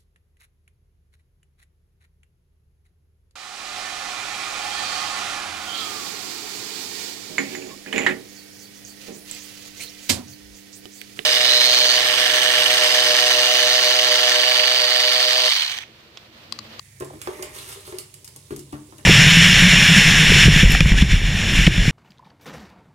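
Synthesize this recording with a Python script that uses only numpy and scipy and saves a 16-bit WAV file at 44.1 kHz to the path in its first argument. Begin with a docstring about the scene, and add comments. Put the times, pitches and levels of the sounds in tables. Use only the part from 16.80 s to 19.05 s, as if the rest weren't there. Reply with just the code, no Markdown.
"""In a small, hard-walled kitchen a little hot oil with sugar in it sizzles faintly in a steel pan and spits.
Beside it a hollow container, probably the sugar jar, is knocked about, scooped from and set on the counter.
Sizzle, grit and spits are coloured noise and tiny pops; each knock is a set of damped modes plus a clack.
A narrow noise band gives the bright ringing of the rubbed jar; two short gliding blips and a low hum join."""
import sys
import numpy as np
from scipy import signal
from scipy.fft import rfft, irfft, next_fast_len
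from scipy.io import wavfile
from scipy.ndimage import map_coordinates

SR = 44100
rng = np.random.default_rng(int(sys.argv[2]) if len(sys.argv) > 2 else 0)


def digitize_waveform(pressure):
    """Quantize a signal to 16-bit integers and store it at the path in sys.argv[1].

    Rows of a 2-D input are taken as channels; values are limited to [-1, 1].
    """
    field = np.atleast_2d(pressure).T
    bounded = np.clip(field, -1, 1)
    quanta = np.round(bounded * 32767).astype(np.int16)
    wavfile.write(sys.argv[1], SR, quanta)


N = 99225
TOP_HZ = 16000


def amp(db):
    """Decibels to gain."""
    return 10 ** (np.asarray(db) / 20)


def unit(x):
    """Scale to rms 1."""
    return x / np.sqrt(np.mean(x ** 2) + 1e-20)


def along(points, hz):
    """Interpolate (Hz, value) points on a log frequency axis."""
    point_hz, value = np.transpose(points)
    return np.interp(np.log(hz + 1), np.log(point_hz + 1), value)


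def level(rows):
    """Gain per sample from (s, dB) rows."""
    return amp(np.interp(np.arange(N) / SR, *np.transpose(rows)))


def wobble(knots_per_s):
    """A smooth random curve through normally distributed knots."""
    knots = rng.standard_normal(int(N * knots_per_s / SR) + 4)
    return map_coordinates(knots, [np.arange(N) * knots_per_s / SR])


def filtered(x, response):
    """Multiply the spectrum of x by a response of frequency in Hz."""
    n = x.shape[-1]
    padded = next_fast_len(n + 8192)
    spectrum = rfft(x, padded) * response(np.fft.rfftfreq(padded, 1 / SR))
    return irfft(spectrum, padded)[..., :n]


def coloured(x, points):
    """Shape x by (Hz, dB) points, at rms 1."""
    return unit(filtered(x, lambda hz: amp(along(points, hz))))


def resonant(x, peaks):
    """Pass x through parallel (Hz, width Hz, dB) resonances of alternating sign, at rms 1."""
    def response(f):
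        total = 0
        for k, (hz, width_hz, db) in enumerate(peaks):
            damping = 1j * f * width_hz
            total = total + (-1) ** k * amp(db) * damping / (hz * hz - f * f + damping)
        return total
    return unit(filtered(x, response))


def panned(x, left_right_db):
    """Mono to stereo with a level difference, positive to the left."""
    return x * amp(np.array([[left_right_db], [-left_right_db]]) / 2)


def add(track, start_s, x):
    """Mix x into the track, cut at the track's end."""
    part = track[:, round(start_s * SR):][:, :x.shape[-1]]
    part += x[:, :part.shape[-1]]


# Left-right likeness of diffuse sound. Each row: frequency in Hz, correlation.
LIKENESS = [(100, 1), (350, 0.89), (700, 0.61), (1500, 0.14), (5000, 0.21)]


def diffuse(pair):
    """Mix two unrelated signals as mid and side into a field that is alike in the bass."""
    def mid_side_gains(hz):
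        angle = np.arccos(np.clip(along(LIKENESS, hz), -1, 1)) / 2
        return np.array([np.cos(angle), np.sin(angle)])
    mid, side = filtered(pair, mid_side_gains)
    return np.array([mid + side, mid - side])


# Decay of the room. Each row: frequency in Hz, t60 in seconds.
ROOM_T60 = [(100, 1), (500, 0.31), (3000, 0.35), (9000, 0.21), (16000, 0.058)]
LEFT_LAG_S = 0.00032


def kitchen(x, room_db):
    """Direct sound, right channel first, plus a diffuse noise tail that decays at each frequency's t60."""
    hz, t, noise = signal.stft(rng.standard_normal((2, SR // 2)), SR, nperseg=256)
    decay = amp(-60 * t / along(ROOM_T60, hz)[:, None])
    tail = diffuse(signal.istft(noise * decay, SR, nperseg=256)[1])
    tail = tail / np.linalg.norm(tail[0])
    delayed = np.pad(x.mean(0), (130, 0))[None]  # samples, about 3 ms
    wet = signal.fftconvolve(delayed, tail, axes=1)
    sides = np.array([[1], [-1]])
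    direct = filtered(x, lambda f: np.exp(-1j * np.pi * f * LEFT_LAG_S * sides))
    return direct + amp(room_db) * wet[:, :x.shape[-1]]


def grains(per_s, spread_db):
    """Random one-sample clicks of either sign and uneven size."""
    hits = rng.random(N) < per_s / SR
    sign = rng.choice([-1, 1], N)
    return hits * sign * amp(spread_db * np.minimum(rng.exponential(size=N), 4))


BUBBLE_HZ, BUBBLE_OCTAVES, BUBBLE_CYCLES, BUBBLE_SPREAD_DB = 6000, 0.8, 7, 6


def bubbles(per_s):
    """Tiny pops of uneven size, each a sine of its own pitch that loses 20 dB in a few cycles; rms 1."""
    count = int(per_s * N / SR)
    start, pitch, size = rng.random((count, 3)).T
    octaves = BUBBLE_OCTAVES * np.log(pitch / (1 - pitch)) / 2  # logistic spread
    hz = np.minimum(BUBBLE_HZ * 2 ** octaves, TOP_HZ)
    k = np.arange(256)
    cycles = hz[:, None] * k / SR
    gain = amp(BUBBLE_SPREAD_DB * np.minimum(-np.log(size), np.pi))
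    pops = gain[:, None] * np.sin(2 * np.pi * cycles) * amp(-20 * cycles / BUBBLE_CYCLES)
    samples = (start * N).astype(int)[:, None] + k
    return unit(np.bincount(samples.ravel(), pops.ravel(), N)[:N])


# Hum lines. Each row: frequency in Hz, rms level in dB.
HUM_LINES = [(74, -64.5), (100, -58), (131, -63)]
# Rumble spectrum. Each row: frequency in Hz, relative level in dB.
RUMBLE_COLOUR = [(25, -18), (42, 8), (70, -10), (130, 16), (200, 1), (300, -12.5), (800, -13),
                 (3000, -14.5)]
RUMBLE_DB = -56


def hum():
    """Sines wavering in level and phase over diffuse low noise, probably the stove and a fan."""
    t = np.arange(N) / SR
    lines = 0
    for hz, db in HUM_LINES:
        gain = np.sqrt(2) * amp(db + 0.37 * wobble(7.8))
        lines = lines + gain * np.sin(2 * np.pi * hz * t + 0.5 * wobble(6.94))
    rumble = coloured(diffuse(rng.standard_normal((2, N))), RUMBLE_COLOUR)
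    return lines + amp(RUMBLE_DB) * rumble


# Sizzle spectrum. Each row: frequency in Hz, relative level in dB.
SIZZLE_COLOUR = [(600, -13.5), (1100, -18), (2000, -3), (5500, -0.5), (8200, 4), (10500, 4), (12500, -7.5),
                 (16000, -35)]
SIZZLE_DB, SIZZLE_PER_S = -64.5, 900
RIGHT_SIDE_DB, RIGHT_SIDE_ROOM_DB = -23.5, -3  # shared with the narrow band


def sizzle():
    """Many tiny bubbles burst over a soft hiss."""
    fizz = bubbles(SIZZLE_PER_S) + 2 * rng.standard_normal(N)
    sound = amp(SIZZLE_DB) * coloured(fizz, SIZZLE_COLOUR)
    return kitchen(panned(sound, RIGHT_SIDE_DB), RIGHT_SIDE_ROOM_DB)


# Faint hiss, then the jar's bright ringing. Each row: time in seconds, level in dB.
NARROW_BAND_LEVEL = [(.19, -69.5), (.4, -70.5), (.62, -57.5), (1.3, -85)]
# Its spectrum. Each row: frequency in Hz, relative level in dB.
NARROW_BAND_COLOUR = [(1400, -21.5), (1800, -2.5), (2400, -4.5), (3100, -31)]


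def narrow_band():
    """A narrow band of noise: faint hiss at first, then a swell of bright ringing as the jar is rubbed."""
    band = level(NARROW_BAND_LEVEL) * coloured(rng.standard_normal(N), NARROW_BAND_COLOUR)
    return kitchen(panned(band, RIGHT_SIDE_DB), RIGHT_SIDE_ROOM_DB)


# Gliding blips. Each row: start in seconds, length in seconds, first Hz, last Hz, peak in dB.
GLIDES = [(.292, .025, 1900, 330, -35.5), (.328, .016, 380, 1000, -40)]
RING_ROOM_DB = -14  # shared with the low ring of the knocks


def blips():
    """Two short sines glide as they swell and fade, the first down, the second up."""
    out = np.zeros((2, N))
    for start_s, length_s, from_hz, to_hz, db in GLIDES:
        u = np.linspace(0, 1, round(length_s * SR))
        hz = from_hz * (to_hz / from_hz) ** (u ** 2 / 2 + u / 2)
        phase = 2 * np.pi * np.cumsum(hz) / SR
        add(out, start_s, panned(amp(db) * np.sin(np.pi * u ** 2) * np.sin(phase), 0))
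    return kitchen(out, RING_ROOM_DB)


# Gritty hiss of scooping. Each row: time in seconds, level in dB before the trim.
GRIT_LEVEL = [(.19, -70), (.25, -54), (.40, -52.5), (.44, -43), (.60, -43.5), (.725, -45.5), (.755, -30.5),
              (.815, -36), (.85, -41), (.895, -32.5), (.95, -40), (1.03, -46), (1.07, -39.5), (1.16, -45.5),
              (1.24, -48.5), (1.32, -69), (1.64, -62.5), (1.72, -43.5), (1.87, -101)]
# Its spectrum. Each row: frequency in Hz, relative level in dB.
GRIT_COLOUR = [(200, -31), (700, -3.5), (1100, 5), (1600, -2), (2800, 0.5), (5500, -3.5), (9500, 3),
               (12000, 0.5), (16000, -10.5)]
# Rubbing of the jar. Each row: time in seconds, level in dB before the trim.
RUB_LEVEL = [(.21, -65), (.25, -48.5), (.44, -48), (.51, -44.5), (.64, -39.5), (.71, -46), (.90, -47),
             (1.03, -52.5), (1.12, -45), (1.25, -64), (1.40, -54.5), (1.66, -60.5), (2.0, -52.5),
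             (2.25, -53.5)]
# Resonances of the rubbed jar. Each row: frequency in Hz, width in Hz, relative level in dB.
RUB_RESONANCES = [(78.7, 9.8, -2.5), (390, 32.4, 0), (618, 21, -6.5), (863, 134, -17.5), (1074, 91, -16.5)]
GRIT_PER_S, GRIT_ROUGH_DB, GRIT_ROOM_DB, SCOOP_TRIM_DB = 1500, 1.6, -0.5, -7.5


def scoop():
    """Crystals grind and crackle unevenly under the spoon; the rubbing sounds the jar's resonances."""
    crackle = unit(grains(GRIT_PER_S, spread_db=1.5)) + 0.5 * bubbles(GRIT_PER_S / 3)
    roughness = amp(GRIT_ROUGH_DB * wobble(69.46))
    grit = level(GRIT_LEVEL) * roughness * coloured(crackle, GRIT_COLOUR)
    rub = level(RUB_LEVEL) * resonant(grains(per_s=700, spread_db=3), RUB_RESONANCES)
    return kitchen(amp(SCOOP_TRIM_DB) * (panned(grit, -4.5) + rub), GRIT_ROOM_DB)


# Oil spits, and at 1.925 the bright clack of the jar's knock.
# Each row: start in seconds, level in dB, lift of the mids in dB, left-right difference in dB.
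SPITS_AND_CLACK = [(0.2008, -32.5, -3, -5), (0.246, -36.5, 0, -9), (0.4157, -26.5, 9, -7.5),
                   (0.5328, -36.5, 20, -5), (0.6251, -22, 9.5, -4), (1.1852, -22, -0.5, -6),
                   (1.341, -34, 3, -7.5), (1.445, -31, -0.5, 4), (1.477, -34, 4, -9.5),
                   (1.561, -32, -1.5, -1.5), (1.7623, -30, -1.5, 1.5), (1.7929, -34, -1, -8),
                   (1.925, -38, 12.5, 4), (2.182, -38.5, 6.5, 3)]
# Spectrum of the burst. Each row: frequency in Hz, relative level in dB.
BURST_COLOUR = [(500, -31), (1000, -10), (1500, -11.5), (3000, -8.5), (5500, -1.5), (9500, 0.5),
                (12000, -2.5), (16000, -30)]
# Resonances of the steel pan. Each row: frequency in Hz, width in Hz, relative level in dB.
PAN_RESONANCES = [(2195, 186, -2.5), (2880, 133, 0.5), (5160, 620, -5.5), (7530, 110, 10.5),
                  (9300, 2700, -0.5)]
SNAP_DB, SNAP_T60_S = -3.5, 0.0053
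PUFF_DB, PUFF_RISE_S, PUFF_T60_S = 1, 0.0016, 0.019
FROTH_DB, FROTH_T60_S, FROTH_PER_S = -13, 0.14, 1500
SPIT_ROOM_DB = -6


def spits_and_clack():
    """Oil spits: a crack, a puff of steam, froth fizzing in the ringing pan; one burst is a knock's clack."""
    out, t = np.zeros((2, N)), np.arange(SR // 2) / SR
    puff = amp(PUFF_DB - 60 * t / PUFF_T60_S) * (1 - np.exp(-t / PUFF_RISE_S))
    snap = amp(SNAP_DB - 60 * t / SNAP_T60_S)
    fading = amp(FROTH_DB - 60 * t / FROTH_T60_S)
    for start_s, db, mids_db, left_right_db in SPITS_AND_CLACK:
        mids = [(2500, mids_db), (6000, 0)]
        noise = rng.standard_normal(len(t))
        burst = unit(filtered(noise, lambda hz: amp(along(BURST_COLOUR, hz) + along(mids, hz))))
        fizz = grains(FROTH_PER_S, spread_db=1)[:len(t)]
        froth = coloured(resonant(fizz, PAN_RESONANCES), mids)
        sound = amp(db) * ((puff + snap) * burst + fading * froth)
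        add(out, start_s, kitchen(panned(sound, left_right_db), SPIT_ROOM_DB))
    return out


def ring(modes, t, pitch=1):
    """Sum damped (Hz, dB, t60 s) modes, each slightly varied in level and pitch at every blow."""
    total = 0
    for hz, db, t60_s in modes:
        decay = amp(db + rng.normal(0, 1) - 60 * t / t60_s)
        blow_hz = hz * pitch * (1 + rng.normal(0, 0.0056))
        total = total + decay * np.sin(2 * np.pi * blow_hz * t)
    return total


# Knocks of the jar. Each row: start in seconds, cavity in dB, wall in dB, counter in dB, cavity pitch factor.
KNOCK_EVENTS = [(0.206, -23, -34.5, -31, 1.055), (.222, -39, -33.5, -43, 1.0), (0.334, -47, -52, -35, 1.2),
                (.354, -35.5, -56, -49, 0.95), (0.4734, -21, -27.5, -41.5, 1.064),
                (.594, -30.5, -41.5, -62, 1.07), (.629, -34.5, -35.5, -56.5, 1.06),
                (0.958, -38.5, -71, -85, 1.16), (1.076, -35, -44, -75, 1.09),
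                (1.125, -28, -38.5, -75, 1.06), (1.189, -36, -67, -61, 1.04), (1.559, -57, -55, -47, 1.35),
                (1.707, -23, -40.5, -25, 1.036), (1.726, -34.5, -50.5, -33.5, 0.86),
                (1.775, -35, -60, -33.5, 0.93), (1.928, -33.5, -41.5, -26, .86),
                (1.940, -43, -40.5, -37.5, 1.1), (1.953, -49, -45.5, -41, 0.97),
                (2.124, -45.5, -48.5, -41, 0.93), (2.189, -50.5, -46, -42.5, 1.08)]
# Modes of the air in the jar. Each row: frequency in Hz, relative level in dB, t60 in seconds.
CAVITY_MODES = [(346.1, 1.5, 0.18), (391, -3.5, 0.15), (443, -13.5, 0.16)]
# Modes of the jar's wall. Each row: frequency in Hz, relative level in dB, t60 in seconds.
WALL_MODES = [(605, -7.5, 0.17), (646, -14, 0.23), (908, -1, 0.032), (1065, -1, 0.043), (1151, -19, 0.4),
              (1745, -6.5, 0.041)]
# Modes of the counter. Each row: frequency in Hz, relative level in dB, t60 in seconds.
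COUNTER_MODES = [(75, -3, 0.085), (139.2, -8, 0.44), (223.8, -13.5, 0.31), (299.4, -9, 0.26),
                 (313, 3, 0.042)]
# Spectrum of the contact noise. Each row: frequency in Hz, relative level in dB.
CLACK_COLOUR = [(100, -58), (450, -2.5), (720, -2), (1100, 0), (1400, -3), (2800, -13.5), (16000, -29)]
# The jar moves to the left. Each row: time in seconds, left-right difference in dB.
JAR_PLACE = [(1.2, 1.5), (1.7, 5.5)]
CLACK_DB, CLACK_T60_S, COUNTER_CLACK_DB = -2.5, 0.059, -17
RING_RISE_S, KNOCK_ROOM_DB = 0.0051, -6


def knocks():
    """Each blow rings the jar's air, its wall and the counter; the wall's sound scatters more in the room."""
    out, t = np.zeros((2, N)), np.arange(SR // 2) / SR
    swell = 1 - np.exp(-t / RING_RISE_S)
    for start_s, cavity_db, wall_db, counter_db, pitch in KNOCK_EVENTS:
        left_right_db = np.interp(start_s, *np.transpose(JAR_PLACE))
        cavity = panned(amp(cavity_db) * ring(CAVITY_MODES, t, pitch), left_right_db)
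        counter = panned(amp(counter_db) * ring(COUNTER_MODES, t), left_right_db / 2)
        noise = coloured(rng.standard_normal(len(t)), CLACK_COLOUR)
        clack = amp(CLACK_DB - 60 * t / CLACK_T60_S) * noise
        wall = amp(wall_db) * (ring(WALL_MODES, t) + clack)
        hard = panned(wall + amp(counter_db + COUNTER_CLACK_DB) * clack, left_right_db / 2 - 7.0)
        low = swell * (cavity + counter)
        add(out, start_s, kitchen(low, RING_ROOM_DB) + kitchen(hard, KNOCK_ROOM_DB))
    return out


def scene():
    """Room, pan and jar together."""
    return hum() + sizzle() + narrow_band() + blips() + scoop() + spits_and_clack() + knocks()


def record(dry):
    """The microphone sheds the deepest bass; nothing is kept from the band limit up."""
    b, a = signal.butter(2, 45, "high", fs=SR)
    return filtered(signal.lfilter(b, a, dry), lambda hz: hz < TOP_HZ)


dry = scene()
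out = record(dry)
digitize_waveform(out)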